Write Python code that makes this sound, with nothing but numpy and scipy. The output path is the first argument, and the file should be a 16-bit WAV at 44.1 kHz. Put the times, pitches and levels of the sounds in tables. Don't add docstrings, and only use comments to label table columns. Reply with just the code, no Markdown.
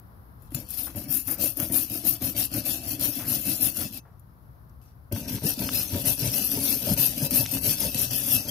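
import sys
import numpy as np
from scipy import signal
from scipy.fft import rfft, irfft
from scipy.io import wavfile
from scipy.ndimage import uniform_filter1d

SR = 44100
rng = np.random.default_rng(int(sys.argv[2]) if len(sys.argv) > 2 else 0)


def file_out(sig):
    cols = np.atleast_2d(sig).T
    lim = np.clip(cols, -1, 1)
    pcm = np.round(lim * 32767).astype(np.int16)
    wavfile.write(sys.argv[1], SR, pcm)


def invert_db(level):
    return 10 ** (np.asarray(level, dtype=float) / 20)


N = 374850
TIME = np.arange(N) / SR
HZ = np.fft.rfftfreq(N, 1 / SR)
HOLD = 16
SLOW_TIME = TIME[::HOLD]


def evened(x):
    return x / np.sqrt(np.mean(x ** 2) + 1e-20)


def mixed(a, b, b_db):
    return evened(a) + invert_db(b_db) * evened(b)


def held(x):
    return np.repeat(x, HOLD)[:N]


def smooth_db(power):
    return uniform_filter1d(held(10 * np.log10(power)), size=160)


def read(points, hz):
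    f, value = np.transpose(points)
    return np.interp(np.log(hz + 1), np.log(f + 1), value)


def wander(per_s, count):
    knots = rng.standard_normal((int(N / SR * per_s) + 2, count))
    places = np.arange(len(knots))
    return 1.22 * np.array([np.interp(SLOW_TIME * per_s, places, k) for k in knots.T])


def hiss(drive, colour, likeness, lead=((1, 0), (2, 0))):
    a, b = rfft(drive * rng.standard_normal((2, N)))
    same = np.clip(read(likeness, HZ), -1, 1)
    late = a * np.exp(-1j * read(lead, HZ))
    right = same * late + np.sqrt(1 - same ** 2) * b
    return irfft(np.array([a, right]) * invert_db(read(colour, HZ)), N)


def patchy(x, patch_db):
    z = signal.stft(x, nperseg=512, noverlap=384)[2]
    patches = uniform_filter1d(rng.standard_normal(z.shape), size=2, axis=1)
    patches = uniform_filter1d(patches, size=16, axis=2)
    return signal.istft(z * invert_db(patch_db * evened(patches)), nperseg=512, noverlap=384)[1][:, :N]


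def snaps(per_s, spread_db, clump_db):
    size_db = spread_db * np.minimum(rng.exponential(1, N), 3.5)
    size_db = size_db + clump_db * held(wander(180, count=1)[0])
    return evened(invert_db(size_db) * (rng.random(N) < per_s / SR))


def ring(drive, modes, flicker_db, per_s, turns, order=1):
    out = np.zeros((2, N))
    for (hz, width, *db), drift in zip(modes, wander(per_s, count=len(modes))):
        pole = np.exp((2j * hz - width) * np.pi / SR)
        bout_db = np.where(SLOW_TIME < 4.5, db[0], db[-1])
        z = drive * rng.standard_normal(N) * held(invert_db(flicker_db * drift + bout_db))
        for _ in range(order):
            z = signal.lfilter([1 - abs(pole)], [1, -pole], z)
        other_drift = np.roll(drift, len(drift) // 3)
        lag = held(np.exp(-1j * turns * hz / 1000 * (1 + other_drift)))
        out[0] += z.real
        out[1] += (z * lag).real
    return out


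# (frequency [Hz], level [dB per Hz])
AIR = [(20, -28), (62, -2), (86, -6), (125, -6), (160, -15), (290, -25), (420, -31), (1100, -30),
       (1600, -36.5), (2600, -54), (5000, -51.5), (6800, -63), (8800, -69), (10500, -46.5), (13000, -42.5),
       (16000, -51)]
# (frequency [Hz], likeness [-1 to 1])
AIR_SAME = [(60, 0.85), (180, 0.87), (550, 0.078), (1650, -0.38), (4970, 0.1), (15000, -0.28)]
# (time [s], level [dB])
SWELL = [(0, 5.5), (.4, 4.5), (4.2, 1.5)]


def air():
    x = evened(hiss(np.ones(N), AIR, AIR_SAME))
    x = x * invert_db(-49 + held(wander(2.2, count=1)[0]))
    low = signal.butter(2, 200, fs=SR, output="sos")
    hum = signal.sosfiltfilt(low, x)
    return hum + (x - hum) * invert_db(np.interp(TIME, *np.transpose(SWELL)))


def speed(share, fastest):
    u, p = np.clip(share, 0, 1), np.clip(fastest, .02, .98)
    return np.sin(np.pi / 2 * np.where(u < p, u / p, (1 - u) / (1 - p)))


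LIFT_S, LIFT_DB = (4.0, 8.6), -51


def arches(bouts, law, lead=0):
    power, t = 1e-10, SLOW_TIME + lead
    for rows, lift in zip(bouts, LIFT_S):
        s, top_db, fastest, turn_db = np.transpose(rows)
        s = np.append(s, lift)
        k = np.clip(np.searchsorted(s, t) - 1, 0, len(rows) - 1)
        hand = speed((t - s[k]) / np.diff(s)[k], fastest[k])
        moving = invert_db(top_db[k]) * hand ** np.array(law)[k % 2]
        drag = invert_db(np.interp(t, s, np.append(turn_db, LIFT_DB), left=-100, right=-100))
        power = power + moving ** 2 + drag ** 2
    return power


# (turn time [s], full-speed fizz level [dB], fastest point [share 0-1], fizz level at the turn [dB])
STROKES_A = [(0.546, -43, 0, -61), (0.675, -35.5, 0.7, -54), (0.766, -33, 0.07, -38.5),
             (0.95, -37, 0.23, -52.5), (1.073, -26, 0.34, -52.5), (1.253, -30.5, 0.51, -45),
             (1.367, -23.5, 0.39, -49), (1.552, -31.5, 0.45, -48), (1.701, -21.5, 0.32, -40.5),
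             (1.887, -30, 0.44, -41), (2.028, -24.5, 0.22, -41.5), (2.201, -29, 0.34, -49),
             (2.343, -23, 0.34, -49), (2.497, -32, 0.6, -49), (2.634, -25, 0.25, -42),
             (2.825, -31, 0.67, -44), (2.977, -24, 0.39, -46), (3.145, -35.5, 0.2, -30.5),
             (3.241, -25, 0.42, -40), (3.426, -25, 0.49, -33), (3.585, -21, 0.35, -34.5),
             (3.737, -29, 0.3, -38.5), (3.902, -38, 0.65, -48)]
# (time [s], level [dB], fastest [share 0-1], level at the turn [dB])
STROKES_B = [(5.118, -40, 0.3, -47.5), (5.272, -33.5, 0.14, -47.5), (5.418, -24, 0.43, -46),
             (5.568, -32, 0.52, -40.5), (5.701, -24, 0.25, -35.5), (5.896, -33.5, 0.9, -37),
             (6.032, -21, 0.38, -36), (6.166, -28.5, 0.71, -35.5), (6.302, -25, 0.28, -33.5),
             (6.478, -30, 0.9, -29.5), (6.584, -24.5, 0.63, -32.5), (6.787, -27, 0.94, -31),
             (6.949, -20, 0.35, -40.5), (7.145, -29, 0.83, -35.5), (7.284, -21, 0.48, -42.5),
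             (7.475, -28, 0.6, -36), (7.599, -21.5, 0.52, -40), (7.777, -27, 0.44, -33.5),
             (7.913, -23, 0.65, -36), (8.091, -26.5, 0.4, -39), (8.226, -22, 0.52, -32),
             (8.442, -27, 0.86, -39.5)]
# (start time [s], length [s], fizz level [dB], fastest point [share 0-1])
RUSTLES = [
    (0.39, 0.13, -63, 0.3),
    (0.5, 0.06, -49, 0.8),
    (3.62, 0.25, -63.5, 0.3),
    (4.812, 0.145, -66, 0.03),
    (3.3, .08, -60, .4),
]


def strokes():
    t, slack_s = SLOW_TIME, 0.0096
    rustle = 0
    for s, length, db, fastest in RUSTLES:
        rustle = rustle + invert_db(db) ** 2 * speed((t - s) / length, fastest) ** 3
    ahead = np.transpose(DIGS)[0][:, None] - t
    slack_db = -3.5 * (np.exp(-abs(ahead) / slack_s) * (ahead > 0)).max(0)
    return smooth_db(arches((STROKES_A, STROKES_B), law=(2.01, 1.31)) + rustle) + held(slack_db)


# (time [s], fizz peak level [dB], scrape over fizz [dB], bench over fizz [dB])
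DIGS = [(0.4218, -46, -26, 4), (0.506, -49, -13, -9), (0.5193, -41, -19, 13), (0.547, -19, -12, -15),
        (0.705, -24.5, -38, -31), (0.774, -27, -22, -25), (0.959, -28.5, -21.5, 6), (1.0836, -41, -6, -10),
        (1.273, -21, -27, -23), (1.394, -32, -26, -22), (1.5713, -19.5, -33, -15), (1.722, -19, -34, -18),
        (1.899, -24, -13, -8), (2.05, -22, -28, -15.5), (2.22, -35, -10, -7), (2.365, -34, -18, -19),
        (2.515, -30, -15, -15), (2.539, -19, -14, -10), (2.996, -24, -19, -18), (3.9746, -36, -27, 4.5),
        (4.1964, -46, -30, -8), (4.4243, -62, -21.5, 2.5), (4.6957, -60, -5, 1), (5.1238, -20.5, -11.5, 1),
        (5.5917, -26.5, -2, -5), (6.9755, -20, -11, -21), (7.3083, -16, -11, -15), (7.9455, -20.5, -6, -1),
        (8.109, -22, -6, -18.5)]
# (time [s], peak level [dB])
NICKS = [(0.6883, -26), (1.1048, -23.5), (1.4157, -15.5), (1.6, -8.5), (1.9167, -21), (3.4678, -15.5),
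         (3.6082, -18), (3.7683, -17.5), (6.0562, -15), (6.1933, -12.5), (6.5161, -16), (7.1792, -10),
         (7.2515, -20), (7.3413, -14), (7.5213, -16), (7.641, -21), (7.804, -8), (8.1594, -15),
         (8.2468, -17), (8.4851, -14.5)]
KNOCKS = DIGS + [(s, db - 8.5, -15, -40) for s, db in NICKS]
KNOCK_S = 0.0031


def played(level_db, knock_db, train, voice):
    drive = train * invert_db(level_db)
    for row, db in zip(KNOCKS, knock_db):
        place = drive[round(row[0] * SR):][:4000]
        place += invert_db(db) * np.exp(-TIME[:len(place)] / KNOCK_S)
    out = voice(drive)
    return out * np.sqrt(np.mean(drive ** 2) / np.mean(out.mean(0) ** 2))


# (frequency [Hz], level [dB per Hz])
FIZZ = [(4410, -17.5), (7500, -6), (8350, -31), (8740, -6.5), (9460, 2.5), (10500, 3), (12900, 9.5),
        (15500, 0), (16100, -44.5), (16400, -36.5)]
# (frequency [Hz], likeness [0-1])
SAME = [(60, 1), (130, 0.69), (290, 0.99), (640, 0.84), (1410, 1), (3100, 0.34), (6820, 0.36),
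        (15000, 0.42)]
# (frequency [Hz], phase [rad])
LEAD = [(0, -1.5), (1890, 0.5), (3530, -5), (5860, 6.5), (6290, 5), (8960, 14.5), (12400, -11.5),
        (16100, -10)]
# (frequency [Hz], width [Hz])
BAR_HIGH = [(8958, 32), (9437, 40), (10125, 45), (10824, 34), (11690, 40), (12430, 55), (12610, 80),
            (12908, 55), (13498, 70), (14965, 45)]
# (level in the first bout [dB], level in the second bout [dB])
HIGH_DB = [(-15, 5), (1, -13.5), (2, -4), (5.5, 9), (-5, 3), (3, 8), (-9.5, 3), (-9.5, -8.5), (8.5, 2.5),
           (-15, -18)]


def fizz(stroke_db):
    def voice(drive):
        tips = patchy(hiss(drive, FIZZ, SAME, LEAD), 4.3)
        steel = ring(drive, np.c_[BAR_HIGH, HIGH_DB], 3.5, 18, turns=0.24)
        return mixed(tips, steel, -4.0)

    knock_db = [k[1] - 7 for k in KNOCKS]
    return played(stroke_db - 4.0, knock_db, snaps(8000, 1.3, 1.75), voice)


# (time [s], scrape over fizz level [dB])
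BITE = [(0.42, -18), (0.52, -13.5), (0.58, -10.5), (0.8, -13.5), (1.8, -13.5), (2.6, -8.5), (3.7, -12.5),
        (4.0, -7.5), (4.85, -14.5), (5.2, -8.5), (6.9, -8.5), (8.4, -7.5)]
# (frequency [Hz], level [dB per Hz])
SCRAPE = [(470, -9), (800, -6.5), (913, -20.5), (1820, -12), (2110, -14.5), (2590, -2.5), (3810, -3.5),
          (5880, -0.5), (6640, -9.5), (9000, -8.5), (11700, -33), (19800, -120)]
# (frequency [Hz], width [Hz])
BAR_LOW = [(2637, 24), (2990, 30), (3500, 40), (4180, 60), (4685, 45), (5115, 65), (5641, 16), (5824, 40),
           (6246, 26), (6990, 28), (7360, 35), (7890, 90), (6017, 30)]
# (level in the first bout [dB], level in the second bout [dB])
LOW_DB = [(3.5, 3.5), (-11, -9), (-25, -14.5), (-5, -6), (-1.5, -1.5), (3, 3), (-11, -15), (-6, 1.5),
          (1, 4.5), (1.5, -11.5), (-20.5, -27), (-28, -13), (-27, -8)]


def scrape(stroke_db, load_db):
    def voice(drive):
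        grind = patchy(hiss(drive, SCRAPE, SAME, LEAD), 5.0)
        steel = ring(drive, np.c_[BAR_LOW, LOW_DB], 3.4, 22, turns=0.18)
        return mixed(grind, steel, -4.5)

    pressed_db = 0.16 * (np.maximum(load_db, -55) + 32.0)
    level_db = 0.64 * (stroke_db + 26.0) - 27.5 + pressed_db
    level_db = level_db + np.interp(TIME, *np.transpose(BITE))
    knock_db = [k[1] + k[2] - 3 for k in KNOCKS]
    return played(level_db, knock_db, snaps(3200, 1.83, 0.79), voice)


# (rumble level [dB], heaviest point [share 0-1], rumble level at the turn [dB])
LOADS_A = [(-35.5, 0, -52), (-52, .7, -57.5), (-41, 0.2, -55.5), (-35, 0, -50), (-39, .05, -40.5),
           (-36.5, 0.5, -63), (-35.5, .2, -43), (-32, .5, -66), (-32, 0, -43.5), (-35.5, 0.5, -62),
           (-33.5, 0.2, -46), (-30.5, .32, -58), (-33.5, 0.05, -46), (-29, 0.61, -59), (-36, .2, -47),
           (-40.5, 0.4, -39.5), (-35, 0.3, -38), (-35.5, 0.6, -43.5), (-34, 0.77, -39),
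           (-30.5, 0.48, -41.5), (-33, .22, -45), (-31.5, .48, -45), (-48, 0.4, -49.5)]
# (rumble level [dB], heaviest point [share 0-1], rumble level at the turn [dB])
LOADS_B = [(-35.5, 0, -54), (-32, 0.4, -36.5), (-33, 0.1, -61), (-29.5, 0.43, -48.5), (-38.5, 0.1, -35),
           (-28.5, 0.44, -45), (-32.5, 0.23, -43.5), (-28.5, 0.76, -51.5), (-36, .36, -38.5),
           (-36.5, .95, -46.5), (-35.5, 0.9, -34.5), (-30, 0.83, -49), (-33, 0.16, -38.5), (-33, .85, -44),
           (-33.5, 0.46, -44), (-34, .67, -46.5), (-33.5, 0.5, -43.5), (-31, 0.49, -45), (-35, 0.6, -45.5),
           (-37, 0.3, -46.5), (-37, 0.4, -39.5), (-32, 0.4, -44.5)]


def loads():
    bouts = []
    for rows, weights in ((STROKES_A, LOADS_A), (STROKES_B, LOADS_B)):
        bouts.append(np.c_[np.transpose(rows)[0], weights])
    return smooth_db(arches(bouts, law=(1.25, 1.33), lead=0.0073))


# (frequency [Hz], width [Hz], level in the first bout [dB], level in the second bout [dB])
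BENCH = [(62, 15, -24, -5.5), (113.6, 57, -1, 2), (150.7, 39, -12.5, -2.5), (201, 55, -6, -2.5),
         (265.2, 61, -1, 3.5), (311.2, 47, -2.5, -10), (412, 79, -30.5, -12.5), (501, 47, -17, -14.5),
         (581, 100, -15, -8.5), (687, 114, -16.5, -20), (920.4, 62, -24, -17.5), (1546, 89, -34.5, -25.5)]
# (frequency [Hz], level [dB per Hz])
RATTLE = [(500, -14.5), (800, -22), (1300, -4), (1800, -7), (2300, -3), (3500, -33)]


def bench(load_db):
    def voice(drive):
        boom = ring(drive, BENCH, 2.7, 12, turns=0.26, order=2)
        rattle = patchy(hiss(drive, RATTLE, SAME), 5.7)
        return mixed(boom, rattle, -21.5)

    knock_db = [k[1] + k[3] - 4 for k in KNOCKS]
    return played(load_db - 0.6, knock_db, snaps(1800, 2.2, 1.4), voice)


def ticks():
    out, t = np.zeros((2, N)), TIME[:400]
    bright = signal.butter(2, 7000, "high", fs=SR, output="sos")
    for row, noise in zip(DIGS, rng.standard_normal((len(DIGS), 2, len(t)))):
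        click = signal.sosfilt(bright, noise * np.exp(-t / 0.00032))
        out[:, round(row[0] * SR):][:, :len(t)] += invert_db(row[1] - 9) * click / abs(click).max()
    return out


def rung(s, db, hz, length):
    t, rise_cycles = TIME[:6000], 0.7
    swell = 1 - np.exp(-t * hz / rise_cycles)
    tone = np.sin(2 * np.pi * hz * t) * swell * np.exp(-t / length)
    return round(s * SR), invert_db(db) * tone / abs(tone).max()


# (time [s], peak level [dB], pitch [Hz])
THUMPS = [(0.545, -22.5, 134.5), (0.957, -28.5, 99), (1.084, -28, 135), (1.261, -33, 106),
          (1.398, -33, 116), (1.577, -30, 301), (1.903, -29, 109), (2.037, -31.5, 308), (2.214, -24, 285),
          (2.359, -29.5, 116), (2.537, -26.5, 117), (2.669, -32.5, 280), (2.932, -28, 277),
          (2.989, -26.5, 291), (3.168, -23.5, 255), (3.301, -30, 266), (3.36, -34.5, 127),
          (3.476, -24.5, 280), (3.606, -27, 259), (3.777, -25.5, 225), (3.903, -33, 215), (5.119, -22, 109),
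          (5.306, -24, 248), (5.437, -20, 253), (5.574, -23, 259), (5.711, -28, 264), (5.925, -20, 95),
          (6.038, -27, 190), (6.223, -17, 124), (6.545, -29, 111), (6.909, -14, 201), (6.989, -22, 136),
          (7.173, -25, 253), (7.224, -15.5, 140), (7.316, -20, 256), (7.39, -28, 277), (7.535, -26.5, 121),
          (7.634, -30, 136), (7.812, -26, 204), (7.943, -27, 111), (8.109, -33, 102), (8.345, -27.5, 105)]
# (time [s], peak level [dB], pitch [Hz], length [s])
PINGS = [
    (0.55, -36, 7000, 0.014),
    (0.551, -42, 7400, .01),
    (0.63, -51, 4600, 0.024),
    (5.75, -36, 2615, .018),
    (8.314, -28, 8960, 0.016),
]


def blows():
    out = np.zeros(N)
    tones = [rung(s, db - 6, hz, 2.4 / hz) for s, db, hz in THUMPS]
    tones += [rung(*ping) for ping in PINGS]
    for at, tone in tones:
        out[at:][:len(tone)] += tone[:N - at]
    return out


# (time [s], peak level [dB], pitch [Hz], length [s])
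TAPS = [(0.546, -32.5, 4600, 0.001), (0.87, -38, 1270, 0.02), (2.544, -40, 1600, .006),
        (3.193, -37.5, 1520, 0.076), (3.81, -37.5, 1295, 0.0214), (4.051, -48.5, 1020, 0.079),
        (5.123, -18.5, 170, 0.0076), (5.161, -33, 1520, 0.0062), (5.383, -37, 1700, .002),
        (5.441, -20, 225, 0.015), (6.917, -18.5, 181, 0.0072), (5.69, -20, 2470, 0.0016),
        (7.462, -17.5, 5160, 0.00098), (7.57, -32, 1100, .0015), (5.69, -29.5, 1100, 0.0017),
        (7.458, -27, 1880, .0012), (1.28, -38.5, 1550, 0.071), (1.594, -36.5, 1600, 0.032),
        (1.754, -41, 1350, .03)]


def taps():
    out, t = np.zeros(N), TIME[:6000]
    for (s, db, hz, length), noise in zip(TAPS, rng.standard_normal((len(TAPS), len(t)))):
        band = signal.butter(3, [0.4 * hz, 1.43 * hz], "band", fs=SR, output="sos")
        burst = signal.sosfilt(band, noise * np.exp(-t / length))
        out[round(s * SR):][:len(t)] += invert_db(db) * burst / abs(burst).max()
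    return out


# (time [s], treble level, left over right [dB])
TILT = [
    (0.0, 8),
    (0.5, 27),
    (2.03, 15.5),
    (8.5, 11.5),
]


def turning():
    lean_db = np.interp(TIME, *np.transpose(TILT)) - 10.5
    return invert_db(np.outer([.3, -.7], lean_db))


def scene():
    stroke_db, load_db = strokes(), loads()
    bright = fizz(stroke_db) + ticks()
    dull = scrape(stroke_db, load_db) + bench(load_db) + blows() + taps()
    return air() + bright * turning() + dull


# (frequency [Hz], level, left over right [dB])
PORTS = [(60, 5), (110, 4.5), (200, 2.5), (380, 3), (700, 4), (1290, 5), (2380, -2), (4400, 0.5),
         (8120, 11), (15000, 9)]


def ported(dry):
    return irfft(rfft(dry) * invert_db(np.outer([.4, -.6], read(PORTS, HZ))), N)


# (frequency [Hz], depth [dB])
HOLES = [(1800, 30), (2100, 2.5), (2600, 7), (3300, 3), (4000, 2.5), (5000, 3.5), (5800, 6.5), (8400, 6),
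         (8800, 30)]


def thinned(x, quiet_db):
    hz, t, z = signal.stft(x, SR, nperseg=1024, noverlap=768)
    power = uniform_filter1d((abs(z) ** 2).sum(0), size=8, axis=1)
    share = uniform_filter1d(power, size=4, axis=0) / uniform_filter1d(power, size=45, axis=0)
    usual = np.sqrt(np.median(share, axis=1))
    weak = share < (usual * invert_db(-2 * read(HOLES, hz)))[:, None]
    weak = weak[np.arange(len(hz)) // 4 * 4][:, np.arange(len(t)) // 4 * 4]
    loud = power[hz > 2000].mean(0) > invert_db(2 * quiet_db)
    return signal.istft(z * ~(weak & loud), SR, nperseg=1024, noverlap=768)[1][:, :N]


def band_limit(x):
    return signal.sosfilt(signal.butter(12, 16510, fs=SR, output="sos"), x)


def record(dry):
    rounded = .75 * np.tanh(ported(dry) / .75)
    top = invert_db(-np.clip((HZ - 15740) / 2.5, 0, 60))
    rumble_cut = 1 / (1 + (27 / (HZ + 1)) ** 4)
    limited = irfft(rfft(rounded) * top * rumble_cut, N)
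    heard = thinned(limited, quiet_db=-78)
    return band_limit(heard)


dry = scene()
out = record(dry)
file_out(out)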